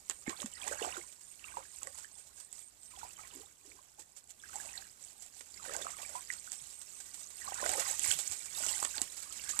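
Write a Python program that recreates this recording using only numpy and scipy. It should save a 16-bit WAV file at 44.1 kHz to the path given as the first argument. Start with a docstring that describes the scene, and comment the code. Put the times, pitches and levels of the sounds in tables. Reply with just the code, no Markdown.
"""A shallow forest stream, stirred about every second and a half as if by slow wading, close to the microphone.
Each stir surges over the steady trickle as a cloud of ringing bubbles with noisy churn, then spray patters back.
Single bubbles plop as gliding rings, drops tick with short bursts, an insect chirps high up in narrow noise.
Soft low knocks, rumble and faint hiss lie beneath.
The right microphone port is open and rings in the treble; the left one is muffled."""
import sys
import numpy as np
from scipy import signal
from scipy.io import wavfile
from scipy.ndimage import uniform_filter1d

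SR = 44100
rng = np.random.default_rng(int(sys.argv[2]) if len(sys.argv) > 2 else 0)


def to_wav(s):
    """Save 16-bit WAV."""
    ch = np.atleast_2d(s).T  # columns
    pcm = np.round(np.clip(ch, -1, 1) * 32767)  # PCM
    wavfile.write(sys.argv[1], SR, pcm.astype(np.int16))


N = 423360
TIME = np.arange(N) / SR

# Faint hiss under everything. Each row: time in seconds, level in dB.
HISS_LEVEL = [(0, -65), (2.7, -69), (3.15, -64), (3.6, -69), (4.3, -70.5), (4.65, -63.5), (4.9, -67),
              (5.7, -67), (8.1, -64), (9.6, -61)]
# Tilt of the rumble, the hiss and the spray. Each row: frequency in Hz, relative density in dB per Hz.
RUMBLE_SPECTRUM = [(20, -7), (42, -10), (57, 9.5), (80, 4.5), (120, -1), (220, -4.5), (400, -6),
                   (900, -16.5), (2500, -35)]
HISS_SPECTRUM = [(100, 5.5), (1000, 2.5), (3000, -3.5), (8000, 2), (11000, 1.5), (15000, -3.5)]
SPRAY_SPECTRUM = [(150, -26.5), (600, -3.5), (1500, -4), (2400, -5.5), (3200, -6), (4200, -4), (6000, -3),
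                  (9000, -5.5), (11000, -5.5), (14500, -4.5)]
# Responses of the right and the left microphone port. Each row: frequency in Hz, gain in dB.
OPEN_PORT_RESPONSE = [(20, 9), (55, 5), (200, 3), (600, 2), (2000, 5.5), (4500, 7.5), (5800, 9.5),
                      (6700, 14.5), (7500, 20.5), (8200, 18.5), (9000, 12.5), (10000, 8), (15000, -2.5)]
MUFFLED_PORT_RESPONSE = [(20, -45), (55, -7), (200, -0.5), (400, -1.5), (700, -7.5), (1300, -7.5),
                         (2400, -12.5), (3300, -14.5), (5000, -22.5), (8000, -13), (15000, -30)]
# Soft low knocks. Each row: start in seconds, relative peak level in dB, pitch in Hz.
KNOCKS = [(6.614, -53.5, 142), (8.079, -37.5, 91.5), (8.147, -48, 152), (8.292, -42.5, 88),
          (8.35, -63, 111)]
# Bouts of insect chirps. Each row: start in seconds, end in seconds, seconds from chirp to chirp,
# first top pitch in Hz, last top pitch in Hz, relative level in dB.
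CHIRP_BOUTS = [(.064, 2.9, .226, 8760, 8510, -57.5), (6.072, 8.5, .208, 8450, 8480, -55.5)]
# Drops that smack the water or the leaves. Each row: start in seconds, relative peak level in dB,
# relative weight of the low thud against the tick in dB.
DROP_HITS = [(0.098, -23, -12), (0.1095, -33, -4.5), (0.2949, -32, 0), (0.4194, -30.5, -10),
             (0.46, -31, -11.5), (0.6416, -32, -15), (0.6797, -25.5, -11), (0.847, -43, 3),
             (1.832, -29.5, -26), (1.872, -30.5, -30), (2.5278, -34.5, -35), (4.558, -32, -31),
             (5.4091, -41.5, -4), (5.7654, -24.5, -32), (6.337, -34, -33), (6.519, -27.5, -43),
             (7.544, -29, -25), (7.6929, -20.5, -11.5), (7.9945, -24, -24), (8.3142, -26.5, -29),
             (8.6257, -29, -12), (8.6652, -23.5, -17), (8.759, -41, -30), (8.781, -31, -28),
             (8.8495, -21.5, -8), (8.9803, -37, 1.5), (9.0171, -15, -32.5), (9.5914, -17.5, -13)]
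# Single near bubbles. Each row: start in seconds, relative peak level in dB, nominal pitch in Hz,
# nominal ring time to -60 dB in seconds.
NEAR_BUBBLES = [(.278, -8.5, 252, 0.012), (.279, -31, 2130, 0.011), (.328, -33.5, 1090, 0.022),
                (.403, -24, 3360, 0.003), (.429, -28, 1070, 0.01), (.44, -31.5, 223, 0.069),
                (.676, -29.5, 1800, 0.01), (.713, -27.5, 563, 0.027), (.722, -26.5, 1470, 0.0095),
                (.816, -26, 448, 0.041), (.847, -19.5, 875, 0.011), (.967, -31, 1420, 0.019),
                (.975, -43, 360, .08), (1.442, -39.5, 2700, 0.022), (1.57, -27, 937, 0.044),
                (1.871, -31, 1870, 0.0088), (1.872, -43, 534, 0.068), (2.045, -41, 1740, 0.031),
                (3.031, -35, 930, 0.066), (3.192, -44, 1285, 0.044), (3.377, -42, 322, 0.025),
                (3.717, -42.5, 2250, 0.01), (3.789, -47, 1020, 0.027), (3.985, -52.5, 874, 0.099),
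                (4.437, -42.5, 1640, 0.039), (4.555, -37, 845, 0.054), (4.777, -34, 4200, 0.017),
                (5.408, -42, 1980, 0.01), (5.695, -34, 1280, 0.019), (5.752, -29, 854, 0.017),
                (5.867, -24, 1210, 0.014), (6.152, -33, 985, 0.089), (6.302, -24.5, 1980, 0.016),
                (6.475, -42, 1460, 0.031), (7.417, -44, 1900, 0.044), (7.477, -33, 1126, 0.039),
                (7.521, -27.5, 736, 0.018), (7.629, -23, 580, 0.023), (7.658, -28.5, 662, 0.07),
                (7.728, -32.5, 840, .052), (7.739, -24, 1910, 0.0079), (7.781, -29.5, 535, 0.077),
                (8.044, -23, 2080, 0.0062), (8.061, -33.5, 990, 0.022), (8.114, -18.5, 3180, 0.0078),
                (8.827, -4.5, 930, 0.004), (8.981, -27.5, 4400, 0.008)]
# Steady trickle, loudest at the end as it comes nearer.
# Each row: time in seconds, relative bubbling level in dB, relative fine spray level in dB.
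TRICKLE_LEVELS = [(0, -73.5, -62.5), (1.2, -77.5, -59.5), (2.3, -72, -61.5), (2.75, -81.5, -67.5),
                  (4.4, -75.5, -67), (5.4, -74.5, -60), (6.3, -75, -55.5), (7.3, -69.5, -52),
                  (8.4, -68.5, -52), (9.6, -58.5, -50)]
# Gurgle pitch of the trickle. Each row: time in seconds, pitch in Hz.
TRICKLE_PITCH = [(0, 610), (5.4, 686), (7.3, 1084), (9.6, 1466)]
# Surges of stirred water. Each row: start in seconds, swell in seconds, hold in seconds,
# relative bubbling level in dB, relative spray level in dB, gurgle pitch at the height in Hz.
STIR_SURGES = [(0.257, 0.02, 0.014, -45.5, -50, 374), (0.352, 0.052, 0.034, -53.5, -48, 334),
               (0.523, .14, .07, -46, -48, 502), (0.774, 0.066, 0.026, -41.5, -46.5, 419),
               (.92, 0.036, 0.026, -51, -49.5, 359), (1.377, 0.18, 0.023, -54, -59, 567),
               (1.777, 0.061, 0.032, -60, -69, 542), (1.924, 0.026, 0.035, -62.5, -50.5, 970),
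               (2.879, 0.06, 0.13, -59.5, -56, 830), (3.147, 0.04, 0.049, -57, -54, 834),
               (3.273, 0.064, 0.064, -60, -56, 312), (3.611, .05, 0.12, -68, -60.5, 345),
               (3.926, 0.065, 0.029, -70.5, -63, 323), (4.391, 0.17, .26, -56.5, -52.5, 757),
               (5.538, 0.13, 0.21, -48.5, -48.5, 545), (5.889, 0.0813, 0.2, -53.5, -49.5, 710),
               (6.236, 0.044, 0.082, -60.5, -55, 1230), (7.38, 0.081, 0.066, -52, -52.5, 855),
               (7.52, 0.095, 0.18, -42, -43, 551), (7.798, 0.082, 0.029, -46, -38.5, 605),
               (7.937, 0.13, 0.071, -49.5, -36.5, 1716), (8.147, 0.052, 0.15, -63, -43.5, 1500),
               (8.447, 0.15, .25, -50.5, -41, 731), (8.921, 0.046, 0.052, -51.5, -49.5, 842),
               (9.308, 0.22, .05, -53, -46.5, 1260)]
# Brief showers of fine spray. Each row: start in seconds, length in seconds, relative level in dB.
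SPRAY_SHOWERS = [(0.996, 0.19, -61), (1.213, 0.44, -68), (1.688, 0.13, -57.5), (2.138, 0.19, -60.5),
                 (2.336, 0.14, -56.5), (2.488, 0.22, -57), (2.79, 0.11, -59.5), (3.076, 0.074, -54),
                 (3.972, 0.059, -55), (4.132, 0.089, -55.5), (4.282, 0.046, -54.5), (4.966, 0.16, -55.5),
                 (5.142, 0.19, -58.5), (5.34, 0.1, -56.5), (6.49, 0.094, -53), (7.648, 0.21, -38),
                 (9.101, 0.13, -45)]

EDGE_HZ = 14750  # upper band limit
RUMBLE_DB, RUMBLE_PER_DB = -44.5, 0.43  # the rumble follows the bubbling, more weakly
CHIRP_S = 0.167  # length of one chirp
DROP_HZ, DROP_SPREAD_OCTAVES = 7430, 0.072  # the tiny bubble that a drop traps
SWELL_DB, SETTLE_DB_PER_S, SPRAY_SETTLE_DB_PER_S = 14, 167.5, 138  # the spray lingers after the bubbling
DEEPEN_OCTAVES_PER_DB = 0.15  # a surge gurgles lowest at its height


def amp(db):
    """Turns decibels into gain."""
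    return 10 ** (np.asarray(db) / 20)


def unit(x):
    """Scales a sound to rms 1."""
    return x / np.sqrt(np.mean(x ** 2) + 1e-20)


def follow(rows, column=1):
    """Draws one column of a curve at every sample."""
    rows = np.asarray(rows)
    return np.interp(TIME, rows[:, 0], rows[:, column])


def add(mix, start_s, sound):
    """Mixes a sound in at its start time, cut off at the end of the scene."""
    part = mix[max(round(start_s * SR), 0):][:len(sound)]
    part += sound[:len(part)]


def colour(x, points):
    """Filters with a (Hz, dB) response, in minimum phase so that nothing sounds early."""
    hz, db = np.transpose(points)
    bins_hz = abs(np.fft.fftfreq(8192, 1 / SR))
    log_gain = np.log(amp(np.interp(np.log(bins_hz + 1), np.log(hz), db)))
    response = np.exp(np.conj(signal.hilbert(log_gain)))
    taps = np.fft.ifft(response).real[:4096]
    return signal.oaconvolve(x, taps)[:len(x)]


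def steadied(x, seconds):
    """Holds the slow level of a stream of grains near 1 and leaves the single grains standing out."""
    size = int(seconds * SR)
    power = uniform_filter1d(uniform_filter1d(x ** 2, size), size)
    return x / np.sqrt(abs(power) + 1e-9)


def resonate(x, hz, width_hz):
    """A resonance that follows the curve hz: shift it down to zero, smooth, and shift back up."""
    turn = np.exp(2j * np.pi * np.cumsum(hz) / SR)
    r = np.exp(-np.pi * width_hz / SR)
    smooth = signal.lfilter([1 - r], [1, -r], x / turn + 1e-18)
    return 2 * (turn * smooth).real


def bubble(hz, t60, rise):
    """A pocket of air swells into a ring within a cycle or two and dies; its pitch glides by the share rise."""
    t = np.arange(int(t60 * SR)) / SR
    turns = hz * (t + rise * t ** 2 / (2 * t60))
    swell = 1 - np.exp(-(hz * t) ** 2)
    return np.sin(2 * np.pi * turns) * swell * np.exp(-np.log(1000) * t / t60)


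def splashes(per_s, size_db, decay_s, base):
    """Envelope of tiny splashes: each starts at once and dies away, over a steady base."""
    chance, size = rng.random((2, N))
    energy = (chance < per_s / SR) * amp(size_db * np.minimum(-np.log(1 - size), 3)) ** 2
    power = signal.lfilter([1], [1, -np.exp(-1 / (decay_s * SR))], energy)
    return np.sqrt(power / power.mean() + base)


def bed(spectrum, level_db, shared):
    """Soft noise on a level curve; the power share `shared` is alike at both ports."""
    common, left, right = (unit(colour(rng.standard_normal(N), spectrum)) for _ in range(3))
    noise = np.sqrt(shared) * common + np.sqrt(1 - shared) * np.array([left, right])
    return noise * amp(level_db)


def bumps(t60=0.08):
    """Dull low knocks, felt at both ports, each a short ring of fixed pitch."""
    out = np.zeros(N)
    for start_s, db, hz in KNOCKS:
        add(out, start_s, amp(db) * bubble(hz, t60, 0))
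    return out


def insect(level_db=-12.5, arch_hz=110):
    """Bouts of evenly spaced rasping chirps: narrow noise on a carrier that arches slightly in pitch."""
    out = np.zeros(N)
    t = np.arange(int(CHIRP_S * SR)) / SR
    narrow = signal.butter(2, 130, fs=SR, output="sos")
    for start, end, every, first_hz, last_hz, db in CHIRP_BOUTS:
        for start_s in np.arange(start, end, every):
            top_hz = np.interp(start_s, [start, end], [first_hz, last_hz])
            rasp = signal.sosfilt(narrow, rng.standard_normal((len(t), 2)) @ [1, 1j])
            arch = arch_hz * (np.sin(np.pi * t / CHIRP_S) - 1)
            turns = np.cumsum(top_hz + arch) / SR
            chirp = unit((rasp * np.exp(2j * np.pi * turns)).real)
            add(out, start_s, amp(db + level_db) * chirp * signal.windows.tukey(len(t), .5))
    return out


def drops(level_db=-8, burst_db=-10, patter_db=-25, patter_s=0.045,
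          thud_db=3, thud_s=0.0058, ring_s=0.0045, ring_db=-7):
    """Each drop cracks with a brief burst, rings a tiny bubble, thuds dully and throws a short patter."""
    out = np.zeros(N)
    t = np.arange(SR // 12) / SR
    dull = signal.butter(2, [250, 3000], "band", fs=SR)
    for start_s, db, low_db in DROP_HITS:
        hz = DROP_HZ * 2 ** (DROP_SPREAD_OCTAVES * rng.standard_normal())
        noise, thud_noise = rng.standard_normal((2, len(t)))
        crack = np.sin(2 * np.pi * hz * t) * np.exp(-hz * t) * 2
        burst = amp(burst_db) * np.exp(-t / .0022)
        patter = amp(patter_db) * np.exp(-t / patter_s)
        thud = unit(signal.lfilter(*dull, thud_noise)) * np.exp(-t / thud_s)
        hit = crack + noise * (burst + patter) + amp(low_db + thud_db) * thud
        add(out, start_s, amp(db + level_db) * hit)
        add(out, start_s, amp(db + level_db + ring_db) * bubble(hz, ring_s, 0.045))
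    return out


def droplets(count, size_db, cycles):
    """Tiny bubbles between 2 and 13 kHz, each with its own pitch, size and short ring."""
    when, size, pitch, ring, sign = rng.random((5, count, 1))
    t = np.arange(440) / SR
    hz = 2000 + 11000 * pitch ** 1.3  # more of them low than high
    t60 = cycles * 2 ** (2 * ring - 1) / hz
    gain = amp(size_db * np.minimum(-np.log(1 - size), 4)) * np.sign(sign - .5)
    gain = gain * np.sqrt(hz / t60)  # shorter and higher rings strike harder
    onset = np.minimum(hz * t / 2, 1)  # two cycles
    rings = gain * np.sin(2 * np.pi * hz * t) * onset * np.exp(-np.log(1000) * t / t60)
    places = (when * N).astype(int) + np.arange(t.size)
    return unit(np.bincount(places.ravel(), rings.ravel(), N)[:N])


def spray(spray_db, tinkle_db=-4, level_db=-4.5):
    """Tiny splashes of fine mist, with droplets tinkling among them."""
    mist = rng.standard_normal(N) * splashes(per_s=55, size_db=5.5, decay_s=0.0088, base=0.49)
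    tinkle = droplets(count=11000, size_db=3.6, cycles=48)
    out = colour(unit(mist) + amp(tinkle_db) * tinkle, SPRAY_SPECTRUM)
    return steadied(out, 0.079) * amp(spray_db + level_db)


def plops(level_db=1, ring=0.97, rise=0.36, turning_hz=420):
    """The near bubbles, each heard by itself: small ones chirp upward, large pockets sag as they open."""
    out = np.zeros(N)
    for start_s, db, hz, t60 in NEAR_BUBBLES:
        glide = rise * np.tanh(2 * np.log2(hz / turning_hz))
        start_hz = hz * (1 - glide / 8)
        add(out, start_s, amp(db + level_db) * bubble(start_hz, t60 * ring, glide))
    return out


def lumps(per_s):
    """Slow random wavering of rms 1."""
    knots = rng.standard_normal(2000)
    return unit(np.interp(TIME * per_s, np.arange(len(knots)), knots))


def stirring(lump_db=1.74, spray_lump_db=1.42, lumps_per_s=26):
    """Adds the power of surges and showers to the trickle: bubbling dB, spray dB and gurgle Hz per sample."""
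    step = 32  # the curves are drawn at every 32nd sample
    t = TIME[::step]
    bubbling = amp(follow(TRICKLE_LEVELS)[::step]) ** 2
    mist = amp(follow(TRICKLE_LEVELS, column=2)[::step]) ** 2
    octaves = bubbling * np.log2(follow(TRICKLE_PITCH)[::step])  # pitch weighted by power
    for start, swell, hold, bubbling_db, spray_db, hz in STIR_SURGES:
        begun = t > start
        rise_db = SWELL_DB * (np.clip((t - start) / swell, 0, 1) - 1)
        after = np.maximum(t - start - swell - hold, 0)
        shape_db = rise_db - SETTLE_DB_PER_S * after
        power = begun * amp(bubbling_db + shape_db) ** 2
        bubbling = bubbling + power
        octaves = octaves + power * (np.log2(hz) - DEEPEN_OCTAVES_PER_DB * shape_db)
        mist = mist + begun * amp(spray_db + rise_db - SPRAY_SETTLE_DB_PER_S * after) ** 2
    for start, length, db in SPRAY_SHOWERS:
        arch = np.sin(np.pi * np.clip((t - start) / length, 0, 1))
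        mist = mist + amp(db) ** 2 * arch ** 2
    stir_db = np.interp(TIME, t, 10 * np.log10(bubbling))
    spray_db = np.interp(TIME, t, 10 * np.log10(mist))
    gurgle_hz = np.interp(TIME, t, 2 ** (octaves / bubbling))
    uneven = lumps(lumps_per_s)
    return stir_db + lump_db * uneven, spray_db + spray_lump_db * uneven, gurgle_hz


def churn(gurgle_hz, width_hz=300, froth_db=-1):
    """Bubbles too many to tell apart: a noisy ring just above the gurgle pitch, with froth above it."""
    grains = splashes(per_s=75, size_db=-2.5, decay_s=0.0047, base=0.059)
    ring, froth = rng.standard_normal((2, N)) * grains
    centre = gurgle_hz * 1.144
    ring = resonate(resonate(ring, centre, width_hz), centre, width_hz)
    froth = signal.lfilter(*signal.butter(2, [900, 2800], "band", fs=SR), froth)
    return unit(unit(ring) + amp(froth_db) * unit(froth))


def slosh(stir_db, gurgle_hz, spread=0.488, small_share=.48, small_octaves=1.4, small_spread=0.554,
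          size_db=6.5, ring_s=0.039, rise=0.22, churn_db=-8, full_db=-43):
    """A cloud of bubbles: large ones around the gurgle pitch, smaller ones mostly well above it, over churn."""
    cloud = np.zeros(N)
    count = 9000  # candidates, thinned out below
    density = amp((stir_db - full_db) / 2)  # calm water holds fewer bubbles
    chances, offsets = rng.random((count, 6)), rng.standard_normal(count)
    for (when, kind, size, ring, climb, born), offset in zip(chances, offsets):
        place = int(when * N)
        if born > density[place]:
            continue
        if kind < small_share:
            octaves = small_octaves + small_spread * offset
        else:
            octaves = spread * max(offset, offset / 2)  # few pockets grow much larger than the usual one
        hz = min(gurgle_hz[place] * 2 ** octaves, SR / 4)
        t60 = ring_s * (.5 + ring) * np.sqrt(1000 / hz)  # small bubbles die sooner
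        db = size_db * min(-np.log(1 - size), 4)
        add(cloud, when * N / SR, amp(db) * bubble(hz, t60, 2 * rise * climb))
    mixed = steadied(cloud, .06) + amp(churn_db) * churn(gurgle_hz)
    return steadied(mixed, .03) * amp(stir_db)


def banks(x, t60=0.11, wet_db=-10, dull_hz=3500):
    """The banks and the undergrowth scatter a short, dull echo of sparse random reflections."""
    t = np.arange(SR // 3) / SR
    sparse = (rng.random(len(t)) < .06) * (t > .002)
    taps = rng.standard_normal(len(t)) * sparse * np.exp(-np.log(1000) * t / t60)
    taps = signal.lfilter(*signal.butter(1, dull_hz, fs=SR), taps / np.linalg.norm(taps))
    return x + amp(wet_db) * signal.oaconvolve(x, taps)[:N]


def scene(lag_s=0.00024):
    """Water with a separate echo per port, and the dry insect, reach the left port late; rumble and hiss join."""
    stir_db, spray_db, gurgle_hz = stirring()
    chirps = insect()
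    water = drops() + spray(spray_db) + plops() + slosh(stir_db, gurgle_hz)
    left = colour(banks(water) + chirps, MUFFLED_PORT_RESPONSE)
    left = np.interp(TIME - lag_s, TIME, left)
    right = colour(banks(water) + chirps, OPEN_PORT_RESPONSE)
    rumble = bed(RUMBLE_SPECTRUM, RUMBLE_DB + RUMBLE_PER_DB * stir_db, shared=0.58)
    lows = amp([[2], [-2]]) * (rumble + bumps())  # the lows lean to the left
    return np.array([left, right]) + lows + bed(HISS_SPECTRUM, follow(HISS_LEVEL), shared=0.1)


def record(dry):
    """Limits the band with a steep lowpass at EDGE_HZ."""
    lowpass = signal.firwin(301, EDGE_HZ, window=("kaiser", 8), fs=SR)
    return signal.oaconvolve(dry, lowpass[None], "same")


dry = scene()
out = record(dry)
to_wav(out)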